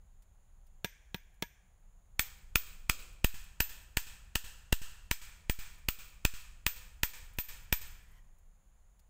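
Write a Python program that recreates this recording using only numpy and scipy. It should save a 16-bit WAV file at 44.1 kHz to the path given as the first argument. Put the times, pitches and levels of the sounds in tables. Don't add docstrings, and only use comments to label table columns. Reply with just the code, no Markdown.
import sys
import numpy as np
from scipy import signal
from scipy.fft import rfft, irfft
from scipy.io import wavfile
from scipy.ndimage import uniform_filter1d

SR = 44100
rng = np.random.default_rng(int(sys.argv[2]) if len(sys.argv) > 2 else 0)


def boost(x):
    u = np.asarray(x, float) / 20
    return 10 ** u


def wrap_up_sound(samples):
    columns = np.atleast_2d(samples).T
    tamed = np.clip(columns, -1, 1)
    steps = np.round(tamed * 32767).astype(np.int16)
    wavfile.write(sys.argv[1], SR, steps)


N = 400869

# start in seconds, peak in dB, scatter in dB, soil thud in dB.
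TAPS = [
    (0.846, -25.5, -26, -42),
    (1.145, -31, -31.5, -37.5),
    (1.424, -28.5, -30, -39),
]
# landing in seconds, peak in dB, stake pitch in Hz, membrane push in dB, gain drop in dB.
BLOWS = [(2.1942, -24.5, 2310, -56, -1), (2.5565, -16, 2430, -45, 3.5), (2.8968, -13.5, 2430, -45, 4),
         (3.245, -16, 2515, -34, 8), (3.6042, -16, 2580, -43.5, 6), (3.971, -15.5, 2530, -44.5, 5.5),
         (4.3562, -16, 2710, -43.5, 8), (4.727, -14, 2710, -32, 11), (5.1124, -15.5, 2360, -41.5, 9),
         (5.497, -16, 2380, -34, 12.5), (5.8864, -17, 2440, -43, 8.5), (6.251, -13.5, 2500, -36.5, 8),
         (6.6652, -17.5, 2470, -48, 4.5), (7.0331, -15, 2390, -44, 7), (7.3863, -17.5, 2440, -42, 12.5),
         (7.7262, -16.5, 2410, -41, 6.5)]
# ring in dB, landing place along the blade 0-1, slant in dB.
BLADE = [(-62.5, .45, 9), (-68, .39, 5), (-61, 0.41, 9), (-46.5, 0, 0), (-31, 0.9, -6.5), (-51.5, 0.6, -12),
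         (-43.5, 1, -1), (-37.5, .15, 2), (-39, .93, 0.5), (-47.5, 0, 0), (-45, 0.64, -0.5),
         (-45.5, 0.49, 0), (-32, .89, 0.5), (-39.5, 0.3, -7), (-39.5, .91, -2.5), (-27, 0.92, 0.2),
         (-37.5, .22, 2.5), (-34, .40, 1.5), (-37, 0.48, 2)]


def rms_one(x):
    return x / np.sqrt(np.mean(x ** 2) + 1e-20)


def peak_one(x):
    return x / np.max(np.abs(x))


def at_hz(points, hz, column=1):
    points = np.array(points)
    return np.interp(np.log(hz), np.log(points[:, 0]), points[:, column])


def along(rows):
    return boost(np.interp(np.arange(N) / SR, *np.transpose(rows)))


def bandpass(x, low_hz, high_hz, order=2):
    return signal.sosfilt(signal.butter(order, [low_hz, high_hz], "band", fs=SR, output="sos"), x)


def smooth(x, seconds):
    r = np.exp(-1 / (seconds * SR))
    return signal.lfilter([1 - r], [1, -r], x)


def add(out, s, sound):
    i = round(s * SR)
    out[i:i + len(sound)] += sound[:N - i]


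def ring(force, hz, t60_s):
    r = boost(-60 / (t60_s * SR))
    w = 2 * np.pi * hz / SR
    return signal.lfilter([0, np.sin(w)], [1, -2 * r * np.cos(w), r * r], force + 1e-18)


def strike(force, modes):
    total = 0
    for k, (hz, db, t60_s) in enumerate(modes):
        energy_gain = np.sqrt(.15 * t60_s)
        total = total + (-1) ** k * boost(db) * rms_one(ring(force, hz, t60_s)) * energy_gain
    return total


def contact(length_s, graze_db):
    ground_echo_s = .0011
    t = np.arange(SR // 4) / SR - .003
    envelope = np.where(t < 0, boost(graze_db), np.exp(-np.maximum(t, 0) / length_s))
    force = envelope * rng.standard_normal(len(t))
    force[np.searchsorted(t, [0, ground_echo_s])] += [4.0, 3.0]
    return force


def air():
    # frequency in Hz, level in dB per Hz.
    spectrum = [(12, -37), (20, 3), (55, -7.5), (70, -10.5), (123, -22), (198, -22), (228, -35.5),
                (660, -28), (718, -27), (4180, -42.5), (6720, -54.5), (7950, -52), (16000, -52)]
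    # time in seconds, level in dB.
    swell = [
        (0.0, -59.5),
        (2.0, -61),
        (2.43, -54.5),
        (4.58, -54.5),
        (4.76, -54.5),
        (7.09, -55),
        (7.8, -52),
        (8.48, -62.5),
        (9.09, -64),
    ]
    hz = np.maximum(np.arange(N // 2 + 1) * SR / N, 1)
    noise = rfft(rng.standard_normal(N)) * boost(at_hz(spectrum, hz))
    low = 1 / (1 + (hz / 200) ** 2)
    hiss = boost(-67) * irfft(noise * (1 - low), N) / np.std(irfft(noise, N))
    return hiss + boost(2.0) * along(swell) * rms_one(irfft(noise * low, N))


def insects():
    # centre in Hz, width in Hz, rms in dB.
    chorus = [(6870, 820, -82.5), (9900, 1900, -87.5), (14700, 2400, -90)]
    out = np.zeros(N)
    for hz, width_hz, db in chorus:
        out += boost(db) * rms_one(bandpass(rng.standard_normal(N), hz - width_hz / 2, hz + width_hz / 2))
    return out


def ticks():
    # start in seconds, peak in dB, lowest frequency in Hz.
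    snaps = [(0.222, -81.5, 2200), (0.667, -83.5, 2200), (1.342, -85, 6500), (3.128, -75, 11000),
             (3.44, -69, 9000), (7.335, -72, 12100), (7.372, -70, 13000), (5.785, -74, 13000),
             (8.03, -81, 12500), (8.089, -82.0, 13000), (8.115, -80, 9000), (8.385, -85, 7000),
             (8.994, -81, 2200)]
    out, t = np.zeros(N), np.arange(SR // 50) / SR
    for s, peak_db, low_hz in snaps:
        sos = signal.butter(2, low_hz, "high", fs=SR, output="sos")
        snap = signal.sosfilt(sos, rng.standard_normal(len(t)))
        add(out, s, boost(peak_db + 16.0) * snap * np.exp(-t / 0.009))
    return out


def taps():
    # mode in Hz, level in dB, t60 in seconds.
    stake_modes = [(945, -22.0, .075), (1676, -19.0, .075), (330, -5.0, .012), (650, -5.0, .006),
                   (1330, -7.0, .006), (1950, -6.0, .006), (2450, -4.0, .007), (3300, -2.0, .006),
                   (4100, -6.0, .006), (5600, -16.0, .004), (7900, -20.0, .003), (10200, -22.0, .003),
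                   (15600, -14.0, .004)]
    # mode in Hz, level in dB, t60 in seconds.
    sent_modes = [(1650, -2.5, .012), (2330, 1.5, 0.0078), (3357, -3, 0.0054), (6000, -11.5, 0.0025),
                  (9000, -17, 0.0014)]
    out, click = np.zeros((2, N)), signal.unit_impulse(SR // 4)
    for (s, peak_db, scatter_db, thud_db), (*_, slant_db) in zip(TAPS, BLADE):
        modes = [(hz, db + slant_db * (hz > 5000), t60_s) for hz, db, t60_s in stake_modes]
        sent = [(hz, db + slant_db * (hz > 5000), t60_s) for hz, db, t60_s in sent_modes]
        wood = peak_one(strike(contact(length_s=0.0029, graze_db=-41.0), modes))
        thud = ring(smooth(click, .0003), 185, .022)
        add(out[0], s - .0035, boost(peak_db + 8.0) * wood)
        add(out[0], s + .0017, -boost(thud_db + 11.0) * thud)
        add(out[1], s, boost(scatter_db) * strike(click, sent))
    return out


def steel():
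    # tone in Hz, partner in Hz.
    tones = [(12062, 12093), (13672, 13700), (15040, 15074)]
    tone_t60_s = [0.16, 0.16, .09]
    half_waves, free_end = (2, 3, 4), .25
    at_node = 0.03
    clang_db, clang_t60_s = -7.5, 0.021
    out, click = np.zeros(N), signal.unit_impulse(SR // 2)
    times_s = [row[0] for row in TAPS + BLOWS]
    grips = rng.uniform(-1, 1, (len(BLADE), 3, 2))
    for s, (ring_db, place, _), grip in zip(times_s, BLADE, grips):
        for (hz, partner_hz), t60_s, waves, (share, shift) in zip(tones, tone_t60_s, half_waves, grip):
            bend = abs(np.sin(np.pi * (waves * place + free_end))) + at_node
            main = ring(click, hz + 14 * shift, t60_s)
            partner = (share + np.sign(share)) / 2 * ring(click, partner_hz + 16 * share, t60_s)
            clang = ring(click, hz - 60 * share, clang_t60_s) + ring(click, hz + 90 * shift, clang_t60_s)
            add(out, s + .001, boost(ring_db + 13.0) * bend * (main + partner + boost(clang_db) * clang))
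    return out


def trees(x):
    # frequency in Hz, near level in dB, near t60 in seconds, far level in dB, far t60 in seconds.
    echo_bands = [(506, -42, .06, -37.5, 0.82), (833.3, -22.5, 0.041, -47, 1.0),
                  (2360, -37, 0.089, -48.5, 0.8), (4400, -33.5, 0.089, -43.5, 0.65),
                  (7705, -28, 0.098, -40.5, 0.69), (10780, -38.5, .08, -47.5, 0.61),
                  (15000, -39.5, .08, -39.5, .5)]
    t = np.arange(SR) / SR
    edges_hz = 150 * 2 ** np.arange(0, 7.1, .5)
    starts = [round(row[0] * SR) - 200 for row in TAPS + BLOWS]
    white, echoes, out = rng.standard_normal((2, 2 * SR)), 0, np.zeros(N)
    for k, (low_hz, high_hz) in enumerate(zip(edges_hz, edges_hz[1:])):
        band = bandpass(white[k % 2], low_hz, high_hz)
        centre_hz = np.sqrt(low_hz * high_hz)
        near_db, near_t60_s, far_db, far_t60_s = (at_hz(echo_bands, centre_hz, c) for c in range(1, 5))
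        fade = boost(near_db - 60 * t / near_t60_s) + boost(far_db - 60 * t / far_t60_s)
        echoes = echoes + fade * [band[2000 * j:][:SR] for j in range(len(starts))]
    echoes = echoes * np.clip(t / 0.0029, 0, 1)
    for start, end, echo in zip(starts, starts[1:] + [N], echoes):
        add(out, start / SR, signal.fftconvolve(x[start:end], echo))
    return out


def blows():
    # mode in Hz, level in dB, t60 in seconds.
    wood_modes = [(945, -7.0, .022), (1364, -6.0, .009), (1790, -1.0, .01), (3300, -1.0, .005)]
    # mode in Hz, level in dB, t60 in seconds.
    treble_modes = [(3690, 6.5, 0.0034), (5110, 11, 0.00096), (6540, 5.5, 0.0026), (8040, 3.5, 0.0026),
                    (10000, -3, 0.0034), (12280, 0, 0.0023), (14790, -2, 0.009), (15000, 5.5, 0.00061)]
    # dB of a square grip re stake pitch, share of the slant
    square_grip_db, slant_share = (-11.5, -1.5, -4, 1.12, -5), (0.92, -.09, .6, 0.13, 0.12)
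    out, click = np.zeros((2, N)), signal.unit_impulse(SR // 4)
    for (s, peak_db, stake_hz, _, drop_db), (*_, slant_db) in zip(BLOWS, BLADE[len(TAPS):]):
        grip_db = np.add(square_grip_db, np.multiply(slant_share, slant_db))
        modes = [(hz, db + mode_db, t60_s) for (hz, db, t60_s), mode_db in zip(wood_modes, grip_db)]
        modes.insert(3, (stake_hz, 0, .008))
        modes += [(hz, db + grip_db[-1], t60_s) for hz, db, t60_s in treble_modes]
        force = contact(length_s=.0012, graze_db=-22 + 0.06 * (stake_hz - 2500))
        scatter_db = -12.5 + 0.32 * (peak_db + 16.5) + 0.36 * (drop_db - 6.5)
        add(out[0], s - .003, boost(peak_db + 11.0) * peak_one(strike(force, modes)))
        add(out[1], s, boost(scatter_db) * (strike(click, modes) + boost(-12.5) * click))
    return out


def membrane():
    out, t = np.zeros(N), np.arange(SR // 2) / SR
    push = 0.2473 * np.exp(-t / 0.053) - 1.683 * np.exp(-t / 0.006) + .45 * np.exp(-t / 0.0014)
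    push = smooth(push, 0.000043)
    for s, _, _, push_db, _ in BLOWS:
        add(out, s + 0.00039, boost(push_db + 27.5) * push)
    return out


def hum():
    # mode in Hz, level in dB, t60 in seconds.
    bending_modes = [(505, -73, .9), (796, -71, .8), (1050, -74.5, 0.51), (1250, -71.5, 1),
                     (1690, -72.5, 0.86)]
    out, luck = 0, rng.normal(0, 4.0, (len(BLOWS), len(bending_modes)))
    for (hz, db, t60_s), luck_db in zip(bending_modes, luck.T):
        clicks = np.zeros(N)
        clicks[[round(blow[0] * SR) for blow in BLOWS]] = boost(db + luck_db)
        out = out + ring(clicks, hz, t60_s)
    return out


def rustle():
    # time in seconds, level in dB.
    brush = [
        (7.9, -100.0),
        (8.02, -78),
        (8.185, -68),
        (8.21, -81),
        (8.6, -96.0),
        (9.09, -105.0),
    ]
    bark_modes = [(980, -5.0, .012), (1950, 0.0, .016), (3150, -7.0, .012),
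                  (5500, 4.0, .001), (13000, 6.0, .0007)]
    return along(brush) * rms_one(strike(rng.standard_normal(N), bark_modes))


def scene():
    direct, sent = taps() + blows()
    blade = steel()
    slap = boost(-21.0) * np.roll(direct, round(.011 * SR))
    scattered = trees(sent + boost(-9) * blade)
    strikes = direct + slap + blade + scattered + membrane() + hum()
    mono = strikes + air() + insects() + ticks() + rustle()
    return np.array([mono, mono])


def gain_control():
    look_ahead_s, hold_s = .005, .0845
    grid_s, grid_start_s = .02341, .0172
    duck_db = np.zeros(N)
    for s, *_, drop_db in BLOWS:
        back_s = grid_start_s + grid_s * np.ceil((s + hold_s - grid_start_s) / grid_s)
        duck_db[round((s - look_ahead_s) * SR):round(back_s * SR)] = -drop_db
    return boost(smooth(duck_db, .0006))


def top_cut(x):
    top = signal.sosfiltfilt(signal.butter(4, 15900, "high", fs=SR, output="sos"), x)
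    loud = uniform_filter1d(top ** 2, size=128) > boost(-50.0) ** 2
    body, wide = (signal.sosfiltfilt(signal.ellip(8, .2, 45, cutoff_hz, fs=SR, output="sos"), x)
                  for cutoff_hz in (15700, 16850))
    opening = uniform_filter1d(uniform_filter1d(1. * loud, size=128), size=128)
    return body + (wide - body) * opening


def noise_patches(x):
    side, white = 0, rng.standard_normal(N)
    for low_hz in np.arange(4200, 15000, 1300):
        level = np.sqrt(smooth(bandpass(x, low_hz, low_hz + 1300, order=4) ** 2, .012))
        noise = rms_one(bandpass(white, low_hz, low_hz + 1300, order=4))
        on = np.repeat(rng.random(N // 3072 + 1) < .2, 3072)[:N]
        side = side + level * smooth(on, .004) * noise
    return boost(-14.5) * side * [[1], [-1]]


def band_limit(x):
    return signal.sosfilt(signal.butter(12, 17130, fs=SR, output="sos"), x)


def record(dry):
    x = top_cut(dry[0] * gain_control())
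    return band_limit(x + noise_patches(x))


dry = scene()
out = record(dry)
wrap_up_sound(out)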